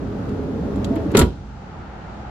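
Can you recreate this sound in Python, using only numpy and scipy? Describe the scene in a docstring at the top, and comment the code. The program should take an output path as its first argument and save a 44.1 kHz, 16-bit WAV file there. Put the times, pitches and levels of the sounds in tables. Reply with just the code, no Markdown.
"""A close, low rumble: a minivan's sliding door rolls along its track, rasping, ticking and bumping.
The rollers sing in the bend, then the door swings into the frame and slams: seal, striker, latch
and seat in quick turn. The squeezed cabin air booms and a distant wall returns the low end.
The door shuts off the rush of the cabin's air conditioning; the idling engine and its fan
carry on outside."""
import sys
import numpy as np
from scipy.fft import rfft, irfft, next_fast_len
from scipy.io import wavfile
from scipy.ndimage import uniform_filter1d, map_coordinates

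SR = 44100
rng = np.random.default_rng(int(sys.argv[2]) if len(sys.argv) > 2 else 0)


def bounce(signal):
    """Save signal as a 16-bit WAV file at the path given by the first command-line argument."""
    frames = np.transpose(np.atleast_2d(signal))
    limited = np.clip(frames, -1, 1)
    pcm = np.round(limited * 32767).astype(np.int16)
    wavfile.write(sys.argv[1], SR, pcm)


N = 101430

# fader ride of the rolling door: t/s, level/dB
ROLL_EFFORT = [(0, -25.5), (.15, -28), (.3, -25.5), (.5, -25), (.62, -22), (.72, -24), (.88, -21.5),
               (1.1, -24)]
# colour of the door's rumble: f/Hz, relative density/dB
RUMBLE_COLOUR = [(25, -54), (42, -6.5), (62, 3.5), (140, -0.5), (280, -0.5), (700, -15), (1400, -30),
                 (6000, -57)]
# resonances of track and door skin under the rollers: f/Hz, width/Hz, relative level/dB
TRACK_RESONANCES = [(104, 12.3, -1), (206.2, 34.4, 3.5), (261.5, 47, 2), (414.5, 28, 2), (449.3, 24, -1),
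                    (566, 34, -6)]
# air conditioning through the closing gap: t/s, level/dB
AIRCON_LEVEL = [(0, -46), (.26, -41), (.5, -44), (.85, -38.5), (1.15, -40), (1.45, -85)]
# colour of the air rush as heard, with an EQ notch near 9 kHz: f/Hz, relative density/dB
AIR_RUSH_EQ = [(800, 2.5), (1450, -2.5), (2100, -13), (4000, -17.5), (7500, -28.5), (9200, -38.5),
               (11500, -26), (15500, -58.5)]
# partials of the idle hum: f/Hz, relative level/dB
IDLE_PARTIALS = [(59.2, -44.5), (124, -54.5), (209, -47)]
# colour of the exhaust rumble: f/Hz, relative density/dB
EXHAUST_COLOUR = [(22, -10), (48, 8), (85, 12), (210, 6.5), (300, -6.5), (600, -33)]
# engine fan: t/s, level/dB
FAN_LEVEL = [(0, -41.5), (1.44, -46), (1.72, -39.5), (2.3, -37.5)]
# its colour: f/Hz, relative density/dB
FAN_COLOUR = [(100, -8), (330, -2), (600, -5.5), (830, 2.5), (1030, -9), (1350, -5), (1700, -12.5),
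              (4800, -32), (9000, -71)]
# outdoor hiss: t/s, level/dB
HISS_LEVEL = [(1.3, -59), (1.9, -61), (2.21, -58), (2.26, -60)]
# its colour: f/Hz, relative density/dB
HISS_COLOUR = [(1000, -17), (2500, 1.5), (4500, 0), (7000, -4), (9000, -18.5), (15000, -33)]
# resonances of the dry stretch of track: f/Hz, width/Hz, relative level/dB
RASP_RESONANCES = [(534, 82, 5), (1280, 140, 1.5), (1490, 210, -4)]
# ticks of the roller carriage: t/s, level/dB, treble tilt/(dB per octave)
CARRIAGE_TICKS = [(0.29, -44.5, -7.5), (0.758, -45, -3), (0.844, -27.5, -7), (0.956, -44, 11),
                  (1.1156, -42, 2)]
# bright colour of the clicks and latch sizzle, with an EQ notch near 9 kHz: f/Hz, relative density/dB
SIZZLE_EQ = [(1400, -17), (3800, 6.5), (5600, -3), (7500, 9.5), (9200, -13), (10500, 3), (12500, -4.5),
             (15500, -12)]
# door thumps, roller bumps and then the first touch of the seal: t/s, level/dB, f/Hz
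DOOR_THUMPS = [(.392, -15, 419), (.905, -6.5, 261), (0.961, -6.5, 307.6), (1.056, -7, 300),
               (1.136, -12, 312)]
# partials of the rollers' song at mid-bend: f/Hz, relative level/dB
BEND_PARTIALS = [(292, 0), (578, -7), (660, -3), (915, -14)]
# knocks of the carriage: t/s, level/dB
CARRIAGE_KNOCKS = [(.959, -30), (1.103, -35), (1.137, -30)]
# mid-heavy colour of a knock or clack: f/Hz, relative density/dB
CLACK_COLOUR = [(100, -15), (350, 6), (700, -1.5), (1400, -2.5), (3300, -11), (4800, -20.5), (7000, -32.5),
                (15000, -49)]
# contacts of the slam: t/s, thud level/dB, thud f/Hz, panel level/dB, clack level/dB, steel level/dB
SLAM_CONTACTS = [(1.147, 3.5, 401, -21, -14.5, -35.5), (1.1676, -9, 207, -38.5, -18.5, -12.5),
                 (1.175, -2, 270, -17, -19.5, -30), (1.188, -8, 398, -19, -18, -12.5),
                 (1.2107, -12, 211, -20.5, -15, -38)]
# door panel modes: f/Hz, relative level/dB
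PANEL_MODES = [(159, 1), (201, -3), (237, -4), (316, -6), (364, -4), (437, 0), (541, -5), (642, -8),
               (963, -5), (1092, -8), (1149, -7), (1327, -6), (1438, -6)]
# latch modes: f/Hz, relative level/dB
LATCH_MODES = [(2072, 0), (2520, -2.5), (3133, -3), (4088, -3)]
# resonances of the sprung steel parts: f/Hz, width/Hz, relative level/dB
SPRING_RESONANCES = [(7440, 130, -3), (7910, 150, 1), (9930, 176, -2), (11690, 140, -3)]
# crunches of the latch: t/s, level/dB, centre f/Hz
LATCH_CRUNCHES = [(1.15, -24, 2600), (1.169, -17, 3700), (1.1907, -19, 3700), (1.2127, -20.5, 3700),
                  (1.2185, -20, 3100)]
# modes of the cabin air: f/Hz, level/dB, t60/s
CABIN_MODES = [(58, -5, 0.31), (84, -6.5, 0.22)]
# stereo width: f/Hz, side minus mid level/dB
STEREO_WIDTH = [(60, -19.5), (380, -9.5), (700, -4), (1300, -2), (8000, 1.5)]
# stereo balance: f/Hz, left minus right level/dB
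STEREO_BALANCE = [(380, -1.5), (700, 1.7), (2400, 0.5)]


def amp(db):
    """Decibels to gain."""
    return 10 ** (np.asarray(db) / 20)


def along(points, hz):
    """Read a curve of (f/Hz, value) points on a log frequency axis."""
    f, values = np.transpose(points)
    return np.interp(np.log(hz + 1), np.log(f + 1), values)


def clock():
    """Time of every sample in seconds."""
    return np.arange(N) / SR


def fader(points):
    """Gain per sample from (t/s, level/dB) points."""
    return amp(np.interp(clock(), *np.transpose(points)))


def wobble(rate):
    """A smooth random modulator, rate knots a second."""
    return map_coordinates(rng.standard_normal(int(N * rate / SR) + 4), [clock() * rate])


def filtered(x, response):
    """Pass x through a complex frequency response."""
    size = next_fast_len(N + SR // 2)
    return irfft(rfft(x, size) * response(np.fft.rfftfreq(size, 1 / SR)), size)[..., :N]


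def spread(pair):
    """Two unrelated signals as mid and side: near-mono bass, wide treble, rms 1."""
    def shares(hz):
        side = amp(along(STEREO_WIDTH, hz))
        return np.array([np.ones_like(side), side]) / np.hypot(1, side)
    mid, side = filtered(pair, shares)
    stereo = np.array([mid + side, mid - side])
    return stereo / np.sqrt(np.mean(stereo ** 2) + 1e-20)


def rush(colour):
    """Coloured stereo noise of rms 1, rolled off above the colour's last point."""
    top_hz = colour[-1][0]
    eq = lambda hz: amp(along(colour, hz)) * (top_hz / np.maximum(hz, top_hz)) ** 2
    return spread(filtered(rng.standard_normal((2, N)), eq))


def rattle(peaks, rough_db):
    """Uneven jolts through (f/Hz, width/Hz, level/dB) resonances, rms 1."""
    jolts = rng.standard_normal((2, N)) * amp(rough_db * wobble(90))
    def body(hz):
        return sum(amp(db) * (1j * hz * width / (centre ** 2 - hz ** 2 + 1j * hz * width)) ** 2
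                   for centre, width, db in peaks)
    return spread(filtered(jolts, body))


def blow(start, rise, t60):
    """Envelope of a hit: rounded attack, exponential tail; times in seconds."""
    age = np.maximum(clock() - start, 0)
    return (1 - np.exp(-(age / rise) ** 2)) * amp(-60 * age / t60)


def thud(start, hz, rise, t60):
    """A heavily damped swing at one pitch."""
    return blow(start, rise, t60) * np.sin(2 * np.pi * hz * (clock() - start))


def ring(start, modes, t60, rise):
    """Struck metal: the lowest mode rings for t60, higher ones less; loose fittings drift the phases."""
    damping, looseness = .28, 2.7  # power of frequency; radians per root second
    t, onset = clock()[:SR // 2], round(start * SR)
    out = np.zeros((2, N + SR))
    for hz, db in modes:
        life = t60 * (modes[0][0] / hz) ** damping
        phase = rng.uniform(0, 2 * np.pi)
        splay = np.arctan(amp(along(STEREO_WIDTH, hz)) / 2) * rng.choice([-1, 1])
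        drift = looseness * np.cumsum(rng.standard_normal(len(t))) / np.sqrt(SR)
        stereo_phase = uniform_filter1d(phase + np.array([[splay], [-splay]]) + drift, size=200)
        envelope = amp(db + rng.normal(0, 1.5) - 60 * t / life) * (1 - np.exp(-t / rise))
        out[:, onset:onset + len(t)] += envelope * np.sin(2 * np.pi * hz * t + stereo_phase)
    return out[:, :N]


def roller_rumble(stop_s=1.265, fade_s=.048):
    """The rollers shake track and door skin until the door comes to rest."""
    effort = fader(ROLL_EFFORT) * np.clip((stop_s - clock()) / fade_s + 1, 0, 1)
    rumble = amp(-2.5) * rush(RUMBLE_COLOUR) * amp(.406 * wobble(35.7))
    track = amp(-4.5) * rattle(TRACK_RESONANCES, rough_db=1.5)
    return effort * (rumble + track)


def air_conditioning():
    """Cabin air rushes through the gap and fades as the door seals it."""
    return fader(AIRCON_LEVEL) * rush(AIR_RUSH_EQ)


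def idling_engine():
    """A wavering hum over low exhaust rumble and the rush of the fan."""
    hum = 0
    for hz, db in IDLE_PARTIALS:
        peak = np.sqrt(2) * amp(db + 2.8 * wobble(6.4))
        hum += peak * np.sin(2 * np.pi * hz * clock() + wobble(9))
    exhaust = amp(-38) * rush(EXHAUST_COLOUR)
    fan = fader(FAN_LEVEL) * rush(FAN_COLOUR)
    return amp(-1) * hum + exhaust + fan


def outdoor_hiss():
    """A faint, airy bed under the scene."""
    return fader(HISS_LEVEL) * rush(HISS_COLOUR)


def roller_rasp(middle_s=.26, half_length_s=.075):
    """The rollers scrape over a dry stretch of track."""
    swell = np.exp(-((clock() - middle_s) / half_length_s) ** 2)
    return amp(-39.5) * swell * rattle(RASP_RESONANCES, rough_db=4.5)


def carriage_ticks():
    """The roller carriage gives tiny clicks, each with its own brightness."""
    out = np.zeros((2, N))
    for start, db, tilt in CARRIAGE_TICKS:
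        colour = [(hz, density + tilt * np.log2(hz)) for hz, density in SIZZLE_EQ]
        out += amp(db) * blow(start, rise=.00093, t60=.041) * rush(colour)
    return out


def door_thumps():
    """Roller bumps, then the first touch of the seal, set the door swinging for a few cycles."""
    return sum(amp(db) * thud(start, hz, rise=.0038, t60=.062) for start, db, hz in DOOR_THUMPS)


def bend_song(middle_s=.97, half_length_s=.058, sag_per_s=.22):
    """The rollers sing in the bend at the track's end, the pitch sinking as the door slows."""
    t = clock() - middle_s
    phase_per_hz = 2 * np.pi * np.cumsum(1 - sag_per_s * t) / SR
    song = sum(amp(db + 2.6 * wobble(39.82)) * np.sin(hz * phase_per_hz + .31 * wobble(45.1))
               for hz, db in BEND_PARTIALS)
    swell = np.exp(-(t / half_length_s) ** 2)
    return amp(-27) * swell * song


def carriage_knocks():
    """The carriage knocks in the bend and as the door swings in."""
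    hits = sum(amp(db) * blow(start, rise=.0028, t60=.11) for start, db in CARRIAGE_KNOCKS)
    return hits * rush(CLACK_COLOUR)


def latch_sizzle(left_lag_s=.00008, direct_share=.5):
    """Sizzle of the latch's sprung steel; it sits to the right, so its direct sound reaches left late."""
    left, right = rush(SIZZLE_EQ) + amp(-6) * rattle(SPRING_RESONANCES, rough_db=1.5)
    direct = filtered(right, lambda hz: np.exp(-2j * np.pi * hz * left_lag_s))
    return np.array([np.sqrt(1 - direct_share ** 2) * left + direct_share * direct, right])


def slam():
    """Each contact thuds, rings the panel, shakes the trim and clatters in the latch."""
    out = np.zeros((2, N))
    clack, rumble, sizzle = rush(CLACK_COLOUR), rush(RUMBLE_COLOUR), latch_sizzle()
    fresh = lambda noise: np.roll(noise, rng.integers(N // 3), axis=1)  # a new stretch for each hit
    for start, thud_db, thud_hz, panel_db, clack_db, steel_db in SLAM_CONTACTS:
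        out += amp(thud_db) * thud(start, thud_hz, rise=.0051, t60=.053)
        panel = ring(start, PANEL_MODES, t60=.3, rise=.002)
        trim_shudder = amp(5) * blow(start, rise=.004, t60=.25) * fresh(rumble)
        out += amp(panel_db) * (panel + trim_shudder)
        out += amp(clack_db - 13.5) * ring(start, LATCH_MODES, t60=.13, rise=.001)
        grain = amp(1.4 * wobble(350))
        out += amp(clack_db) * blow(start, rise=.003, t60=.105) * grain * fresh(clack)
        chatter = blow(start, rise=.0034, t60=.05) + amp(-15.5) * blow(start, rise=.00311, t60=.16)
        out += amp(steel_db) * chatter * fresh(sizzle)
    return out


def latch_crunch(width_hz=2300, grit_db=3, grit_per_s=900):
    """The claw grinds over the striker in short crunches, each with a faint after-rattle."""
    out = np.zeros((2, N))
    for start, db, hz in LATCH_CRUNCHES:
        envelope = blow(start, rise=.002, t60=.04) + amp(-26) * blow(start, rise=.002, t60=.4)
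        grit = amp(grit_db * wobble(grit_per_s))
        out += amp(db) * envelope * grit * rattle([(hz, width_hz, 0)], rough_db=-1.5)
    return out


def cabin_boom(seated_s=1.2, rise_s=.012):
    """The seated door pumps the cabin air, and the van's body shakes itself still."""
    push = -sum(amp(db) * thud(seated_s, hz, rise_s, t60) for hz, db, t60 in CABIN_MODES)
    body_shake = amp(-24) * blow(seated_s, rise_s, t60=.6) * rush(RUMBLE_COLOUR)
    return push + body_shake


def wall_echo(x, delay_s=.24, corner_hz=232):
    """A distant wall returns the low end as one dull slap."""
    late_and_dull = lambda hz: np.exp(-2j * np.pi * hz * delay_s) / (1 + 1j * hz / corner_hz) ** 2
    return amp(-24.5) * filtered(x, late_and_dull)


def scene():
    """Slide, slam and echo over the steady beds; lows lean right, mids lean left."""
    slide = roller_rumble() + roller_rasp() + carriage_ticks()
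    slide += door_thumps() + bend_song() + carriage_knocks()
    shut = slam() + latch_crunch() + cabin_boom()
    beds = air_conditioning() + idling_engine() + outdoor_hiss()
    pan = lambda hz: amp(along(STEREO_BALANCE, hz) * np.array([[.5], [-.5]]))
    return filtered(slide + shut + wall_echo(shut) + beds, pan)


def record(dry):
    """A soft clip rounds the peaks, then a brick-wall low-pass trims the top."""
    ceiling, top_hz = .95, 16000
    soft = dry / (1 + np.abs(dry / ceiling) ** 6) ** (1 / 6)
    return filtered(soft, lambda hz: hz < top_hz)


dry = scene()
out = record(dry)
bounce(out)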